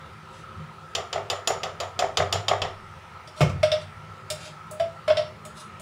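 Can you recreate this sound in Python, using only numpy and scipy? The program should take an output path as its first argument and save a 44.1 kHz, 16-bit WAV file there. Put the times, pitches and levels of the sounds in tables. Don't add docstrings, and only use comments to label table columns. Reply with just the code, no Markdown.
import sys
import numpy as np
from scipy import signal
from scipy.fft import rfft, irfft
from scipy.io import wavfile
from scipy.ndimage import uniform_filter1d

SR = 44100
rng = np.random.default_rng(int(sys.argv[2]) if len(sys.argv) > 2 else 0)


def bounce(signal):
    frames = np.transpose(np.atleast_2d(signal))
    limited = np.clip(frames, -1, 1)
    pcm = np.round(limited * 32767).astype(np.int16)
    wavfile.write(sys.argv[1], SR, pcm)


N = 256441
T = np.arange(int(0.7 * SR)) / SR


def amp(db):
    return 10 ** (np.asarray(db) / 20)


def unit_rms(x):
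    return x / np.sqrt(np.mean(x ** 2) + 1e-20)


def curve_at(points, hz):
    freqs, values = np.transpose(points)
    return np.interp(np.log(hz + 1), np.log(freqs + 1), values)


def add(mix, start, sound):
    part = mix[round(start * SR):][:len(sound)]
    part += sound[:len(part)]


def noise(colour, size, tilt_db=0):
    hz = np.fft.rfftfreq(size, 1 / SR)
    gain = amp(curve_at(colour, hz) + tilt_db * np.log2(hz + 1))
    return unit_rms(irfft(gain * np.exp(2j * np.pi * rng.random(len(hz))), size))


def burst(colour, hold, fade, tilt_db=0):
    grit = noise(colour, size=4096, tilt_db=tilt_db)
    grit = np.pad(grit, (0, len(T) - len(grit)))
    attack = np.minimum(T * SR / 10, 1)
    return grit * np.exp(-np.maximum(T - hold, 0) / fade) * attack


def ring(modes, rise, scatter_db=0, detune=0):
    hz, db, t60 = np.transpose(modes)[:, :, None]
    weight, shift = rng.standard_normal((2, len(modes), 1))
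    decays = amp(db + scatter_db * weight - 60 * T / t60)
    partials = decays * np.sin(2 * np.pi * hz * (1 + detune * shift) * T)
    return partials.sum(0) * (1 - np.exp(-T / rise)) / np.sqrt(np.sum(amp(db) ** 2) / 2)


# frequency in Hz, T60 in seconds.
ROOM_DECAY = [(100, 0.98), (500, 0.32), (1500, 0.41), (4000, 0.3), (7000, 0.3), (10000, 0.27),
              (15000, 0.17)]
def kitchen(x, wet_db, near_db, near_t60):
    signs = rng.choice([-1., 1.], (2, len(T)))
    late, early = signs * (rng.random((2, len(T))) < 0.1)
    hz, t, spectrum = signal.stft(late, SR, nperseg=256)
    decay = amp(-60 * t / curve_at(ROOM_DECAY, hz)[:, None])
    tail = signal.istft(spectrum * decay, SR, nperseg=256)[1][:len(T)]
    tail *= np.clip((T - 0.005) / 0.0034, 0, 1)
    near = early * amp(-60 * T / near_t60) * (T > 0.003)
    echoes = amp(wet_db) * tail / np.linalg.norm(tail) + amp(near_db) * near / np.linalg.norm(near)
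    return signal.fftconvolve(x, echoes + (T == 0))


# frequency in Hz, relative level in dB.
FLOOR_COLOUR = [(25, 7), (100, 13.5), (400, 10), (1200, 9.5), (4000, -1.5), (8000, -10.5), (15000, -1)]
def faint_hiss():
    return amp(-74) * noise(FLOOR_COLOUR, size=N)


def restless(x, depth_db):
    spectrum = signal.stft(x, SR, nperseg=1024)[2]
    patches = uniform_filter1d(rng.standard_normal(spectrum.shape), size=9, axis=0)
    patches = unit_rms(uniform_filter1d(patches, size=9, axis=1))
    return signal.istft(spectrum * amp(depth_db * patches), SR, nperseg=1024)[1][:N]


# frequency in Hz, relative level in dB.
AIR_COLOUR = [(25, -38), (45, -20), (80, -3), (180, -6.5), (250, -19.5), (370, -10.5), (600, -14.5),
              (950, -6.5), (1350, -12), (1900, -13), (3200, -21), (5400, -28.5), (6500, -32.5),
              (10000, -37), (13000, -48.5), (15200, -40.5)]
# centre in Hz, width in Hz, level in dB before the swell.
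HUM_BANDS = [(99.7, 39, -53), (155, 21.4, -53), (211.3, 16.8, -60), (380, 54, -63.5), (529.4, 15, -62.5),
             (1296, 157, -48.5)]
# time in seconds, gain in dB.
HUM_SWELL = [(0, -2), (.45, -0.5), (.6, 8.5), (.9, -3), (2.8, -0.5), (3.2, -7), (4.1, 3.5), (4.8, 0.5),
             (5.8, 1)]
def appliance():
    hz, t = np.fft.rfftfreq(N, 1 / SR), np.arange(N) / SR
    swell = amp(np.interp(t, *np.transpose(HUM_SWELL)))
    out = amp(-48) * noise(AIR_COLOUR, size=N)
    for centre, width, db in HUM_BANDS:
        band = (1 + ((hz - centre) / width) ** 2) ** -3
        hum = unit_rms(irfft(rfft(rng.standard_normal(N)) * band, N))
        out += amp(db) * hum * (swell if centre < 300 else 1)
    return restless(out, depth_db=2)


# pitch in Hz, relative level in dB, T60 in seconds.
COUNTER_MODES = [(95, -7, 0.91), (114.7, -9, 0.33), (155.7, -9, 0.26)]
def counter_boom(db, rise, detune=0):
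    return amp(db) * ring(COUNTER_MODES, rise, detune=detune)


# start in seconds, clatter in dB, thump in dB.
LANDINGS = [(3.4065, -19.5, -17.5), (3.4128, -22, -9), (3.429, -31, -42), (3.494, -35, -31)]
# frequency in Hz, relative level in dB.
CLATTER_COLOUR = [(30, -26), (75, -11), (170, -14), (230, -8), (320, -3), (700, 6.5), (950, -6.5),
                  (1250, 5.5), (1600, -12), (2300, -6.5), (4000, -15.5), (5500, -14.5), (9000, -27),
                  (13000, -37), (15200, -35)]
# pitch in Hz, relative level in dB, T60 in seconds.
WORKTOP_MODES = [(73.3, -16, 0.48), (94.4, -4, 0.4), (131, -7, 0.27), (145.3, 3.5, 0.17),
                 (176.5, -13, 0.42), (504, -12, 0.16), (604.6, -7, 0.099), (740, -14, 0.16),
                 (1195, -11.5, 0.089), (2167, -8, 0.14), (2450, -17, 0.18)]
def spatula_put_down():
    out = np.zeros(N)
    for start, clatter_db, thump_db in LANDINGS:
        clatter = amp(clatter_db) * burst(CLATTER_COLOUR, hold=0.0071, fade=0.0052)
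        add(out, start, kitchen(clatter, wet_db=-4.5, near_db=-4, near_t60=0.076))
        thump = amp(thump_db) * ring(WORKTOP_MODES, rise=0.0099)
        add(out, start, kitchen(thump, wet_db=-10, near_db=-38, near_t60=0.08))
    return out


def ring_flutter(depth_db, hz):
    points = rng.standard_normal((2, int(hz) + 2))
    level, phase = (np.interp(T * hz, np.arange(len(row)), row) for row in points)
    return amp(depth_db * (np.clip(level, -1, 1) + 1j * phase))


LOWER_HZ, UPPER_HZ = 614.7, 667
# start in seconds, length in seconds, hiss in dB, tilt in dB per octave.
SCRAPES = [(0.265, 0.22, -58.5, 2.5), (3.35, 0.081, -45, 3.5), (3.776, 0.088, -54.5, 2),
           (4.35, 0.19, -47.5, 0), (4.435, 0.063, -44, 0.5), (5.534, .12, -48.5, 7)]
# frequency in Hz, relative level in dB.
SCRAPE_COLOUR = [(1500, 4), (3600, 11.5), (6300, 2.5), (8000, 1), (10500, -5.5), (13000, -27), (15500, -24)]
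def bowl_scrapes():
    out = np.zeros(N)
    slips_per_second = 1200
    lower = np.exp(2j * np.pi * LOWER_HZ * T)
    for start, length, hiss_db, tilt_db in SCRAPES:
        stroke = np.sin(np.pi * np.minimum(T / length, 1)) ** 2
        slips = rng.standard_normal(len(T)) * (rng.random(len(T)) < slips_per_second / SR)
        patch = burst(SCRAPE_COLOUR, hold=0.0017, fade=0.006, tilt_db=tilt_db)
        grit = amp(hiss_db) * unit_rms(signal.fftconvolve(slips, patch)[:len(T)])
        tone = amp(hiss_db - 2) * (ring_flutter(depth_db=-3.5, hz=114.9) * lower).imag
        add(out, start, kitchen(stroke * (grit + tone), wet_db=-4.5, near_db=-8, near_t60=0.056))
    return out


# pitch in Hz, relative level in dB, T60 in seconds.
WALL_MODES = [(443, 22.5, 0.038), (932, -18.5, .35), (1328, -3, 0.13), (1670, 5, 0.026), (2196, 1, 0.051),
              (2400, -2, 0.041), (3170, 3, .03), (3610, 9, .025), (3980, -1.5, 0.055), (4350, -4, 0.026),
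              (4860, 2, .05), (5500, -2, .07)]
def wall_ping(contact_hz):
    db_per_octave = -21.5
    modes = [(hz, db + db_per_octave * abs(np.log2(hz / contact_hz)), t60) for hz, db, t60 in WALL_MODES]
    strength = np.linalg.norm([amp(db) for _, db, _ in modes])
    return strength * ring(modes, rise=0.00086)


# start in seconds, lower mode in dB, upper mode in dB,
# ring time in seconds, clack in dB, tick in dB, pitch of the contact in Hz.
CLINKS = [(3.274, -49, -58, 0.036, -48, -57, 5200), (3.63, -14, -24, 0.037, -25.5, -40.5, 2280),
          (3.717, -19.5, -30, 0.046, -26, -45, 3550), (4.3019, -31, -61, 0.065, -31, -31, 4300),
          (4.711, -37.5, -59, 0.073, -54, -39.5, 8000), (4.798, -27.5, -20.5, 0.05, -34.5, -48.5, 1630),
          (5.0785, -16.5, -47, 0.037, -30, -46.5, 1430), (5.101, -13.5, -25.5, .023, -26.5, -60, 1000),
          (5.17, -19.5, -30, 0.05, -28, -62, 3000), (5.451, -42.5, -54, .044, -48, -43, 2600),
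          (5.797, -45, -58, .05, -50.5, -46, 2600)]
# frequency in Hz, relative level in dB.
CLACK_COLOUR = [(250, -39), (450, -4.5), (900, 0.5), (1350, 6.5), (1750, -0.5), (2300, 4.5), (3500, 5),
                (4000, -1), (5600, 0), (6200, -19.5), (9000, -22), (14000, -53)]
TICK_COLOUR = [(2500, -26), (5200, -30), (6500, 3.5), (7700, 5.5), (9500, 2), (10800, -4), (12200, -7),
               (13700, -36), (15200, -7.5)]
def bowl_clinks():
    out = np.zeros(N)
    lower, upper = np.exp(2j * np.pi * LOWER_HZ * T), np.exp(2j * np.pi * UPPER_HZ * T)
    for start, lower_db, upper_db, ring_time, clack_db, tick_db, contact_hz in CLINKS:
        choke = np.exp(-(T / ring_time) ** 2) * (1 - np.exp(-T / 0.004))
        pair = amp(lower_db) * lower - amp(upper_db) * upper
        tone = np.sqrt(2) * choke * (ring_flutter(depth_db=1.5, hz=280) * pair).imag
        tilt_db = 4 * np.log2(contact_hz / 1900)
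        clack = amp(clack_db) * burst(CLACK_COLOUR, hold=0.0038, fade=0.0089, tilt_db=tilt_db)
        tick = amp(tick_db) * burst(TICK_COLOUR, hold=0.0026, fade=0.0077, tilt_db=tilt_db)
        add(out, start, kitchen(tone, wet_db=-15.5, near_db=-15.5, near_t60=0.11))
        add(out, start, kitchen(clack + tick, wet_db=-3, near_db=-4.5, near_t60=0.1))
        ping = amp(clack_db) * wall_ping(contact_hz)
        add(out, start, kitchen(ping, wet_db=-7, near_db=-10, near_t60=0.045))
        add(out, start, counter_boom(clack_db - 11, rise=0.0056))
    return out


# frequency in Hz, relative level in dB.
THUD_COLOUR = [(150, -43), (280, -48), (385, -1), (530, -0.5), (680, 4), (1000, -8), (1230, 1.5),
               (1500, -14), (1950, -10), (3000, -31), (7000, -42), (12000, -76)]
def dull_thud(db, hold, fade, tilt_db=0):
    return amp(db) * burst(THUD_COLOUR, hold, fade, tilt_db)


# pitch in Hz, relative level in dB, T60 in seconds.
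BLADE_MODES = [(399, 13, 0.16), (511, 3.5, 0.35), (690, -4, 0.074), (782, -1, 0.096), (888, 7.5, 0.22),
               (1184, -14, 0.19)]
def blade_rebound():
    shudder_hz, press_seconds = 686.4, 0.0086
    press = np.clip(np.minimum(T, press_seconds - T) / 0.0024, 0, 1)
    shudder = np.sqrt(2) * press * np.sin(2 * np.pi * shudder_hz * T)
    thud = dull_thud(db=-7.5, hold=0.0075, fade=0.0031, tilt_db=4.5)
    tone = amp(-12) * ring(BLADE_MODES, rise=0.004, scatter_db=1.5, detune=0.006)
    return kitchen(shudder + thud + tone, wet_db=-7.5, near_db=-26, near_t60=0.07)


# frequency in Hz, relative level in dB.
CLICK_COLOUR = [(900, -27.5), (1700, -9), (2300, -7.5), (3100, 5), (4300, -4.5), (5400, -1.5), (6300, -9.5),
                (7100, -6), (8000, -18.5), (10500, -22), (13800, -31.5), (15200, -30)]
SHIMMER_COLOUR = [(5000, -52), (6000, -31), (6500, -25), (6950, 3), (7400, -12), (7900, -39), (9000, -65)]
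def shaft_click(tilt_db, layers=4):
    out = np.zeros(len(T))
    for _ in range(layers):
        click = amp(1) * burst(CLICK_COLOUR, hold=0.0048, fade=0.002, tilt_db=tilt_db)
        shimmer = amp(-15 + 2 * tilt_db) * burst(SHIMMER_COLOUR, hold=0.0069, fade=0.0072)
        out += kitchen(click + shimmer, wet_db=-6.5, near_db=-6, near_t60=0.057)[:len(T)]
    return out / np.sqrt(layers)


# start in seconds, click in dB, tilt in dB per octave, thud in dB, rebound count.
TAPS = [(0.9505, -23.5, 0, -29, 2), (1.1285, -28, -2.5, -22.5, 2), (1.3001, -23, 1, -26, 1),
        (1.4735, -20.5, 4.5, -18.5, 1), (1.6330, -28, -1, -29.5, 1), (1.8013, -28, 0.5, -29, 1),
        (1.9911, -24.5, 1.5, -19, 2), (2.1713, -19, -1, -17.5, 2), (2.3256, -21.5, 2, -23, 1),
        (2.4826, -21.5, -1, -15.5, 2), (2.6181, -24.5, -4, -25.5, 1)]
# pitch in Hz, relative level in dB, T60 in seconds.
RIM_MODES = [(2000, -19, 0.13), (2590, 9, 0.1), (2950, 7, 0.019), (3420, -14, 0.0093), (3530, 5, 0.084),
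             (4830, 21, 0.023), (5000, -14, 0.025), (7200, -16, 0.034), (7130, -6, .04)]
# time in seconds, level in dB.
BOOM_LEVELS = [(2.0, -42), (2.18, -25.5), (2.62, -36)]
def spatula_taps():
    out = np.zeros(N)
    first_gap_seconds, gap_ratio, loss_db = 0.0295, 0.66, 2.5
    for start, click_db, tilt_db, thud_db, rebounds in TAPS:
        body = dull_thud(db=-19.5 + 0.39 * thud_db, hold=0.0069, fade=0.037)
        add(out, start, amp(click_db) * shaft_click(tilt_db))
        add(out, start, amp(click_db + 0.5) * ring(RIM_MODES, rise=0.0012, detune=0.0017))
        add(out, start, kitchen(body, wet_db=-5, near_db=-8.5, near_t60=0.1))
        boom_db = np.interp(start, *np.transpose(BOOM_LEVELS))
        add(out, start + 0.01425, counter_boom(boom_db, rise=0.0088, detune=0.032))
        landing = start
        for k in range(rebounds):
            landing += first_gap_seconds * gap_ratio ** k
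            add(out, landing, amp(thud_db - k * loss_db) * blade_rebound())
    return out


def scene():
    mid = spatula_taps() + spatula_put_down() + bowl_clinks() + bowl_scrapes() + appliance()
    side = faint_hiss()
    return np.array([mid + side, mid - side])


def record(dry):
    lowpass = signal.firwin(301, cutoff=15700, window=("kaiser", 8), fs=SR)
    return signal.oaconvolve(dry, lowpass[None], "same")


dry = scene()
out = record(dry)
bounce(out)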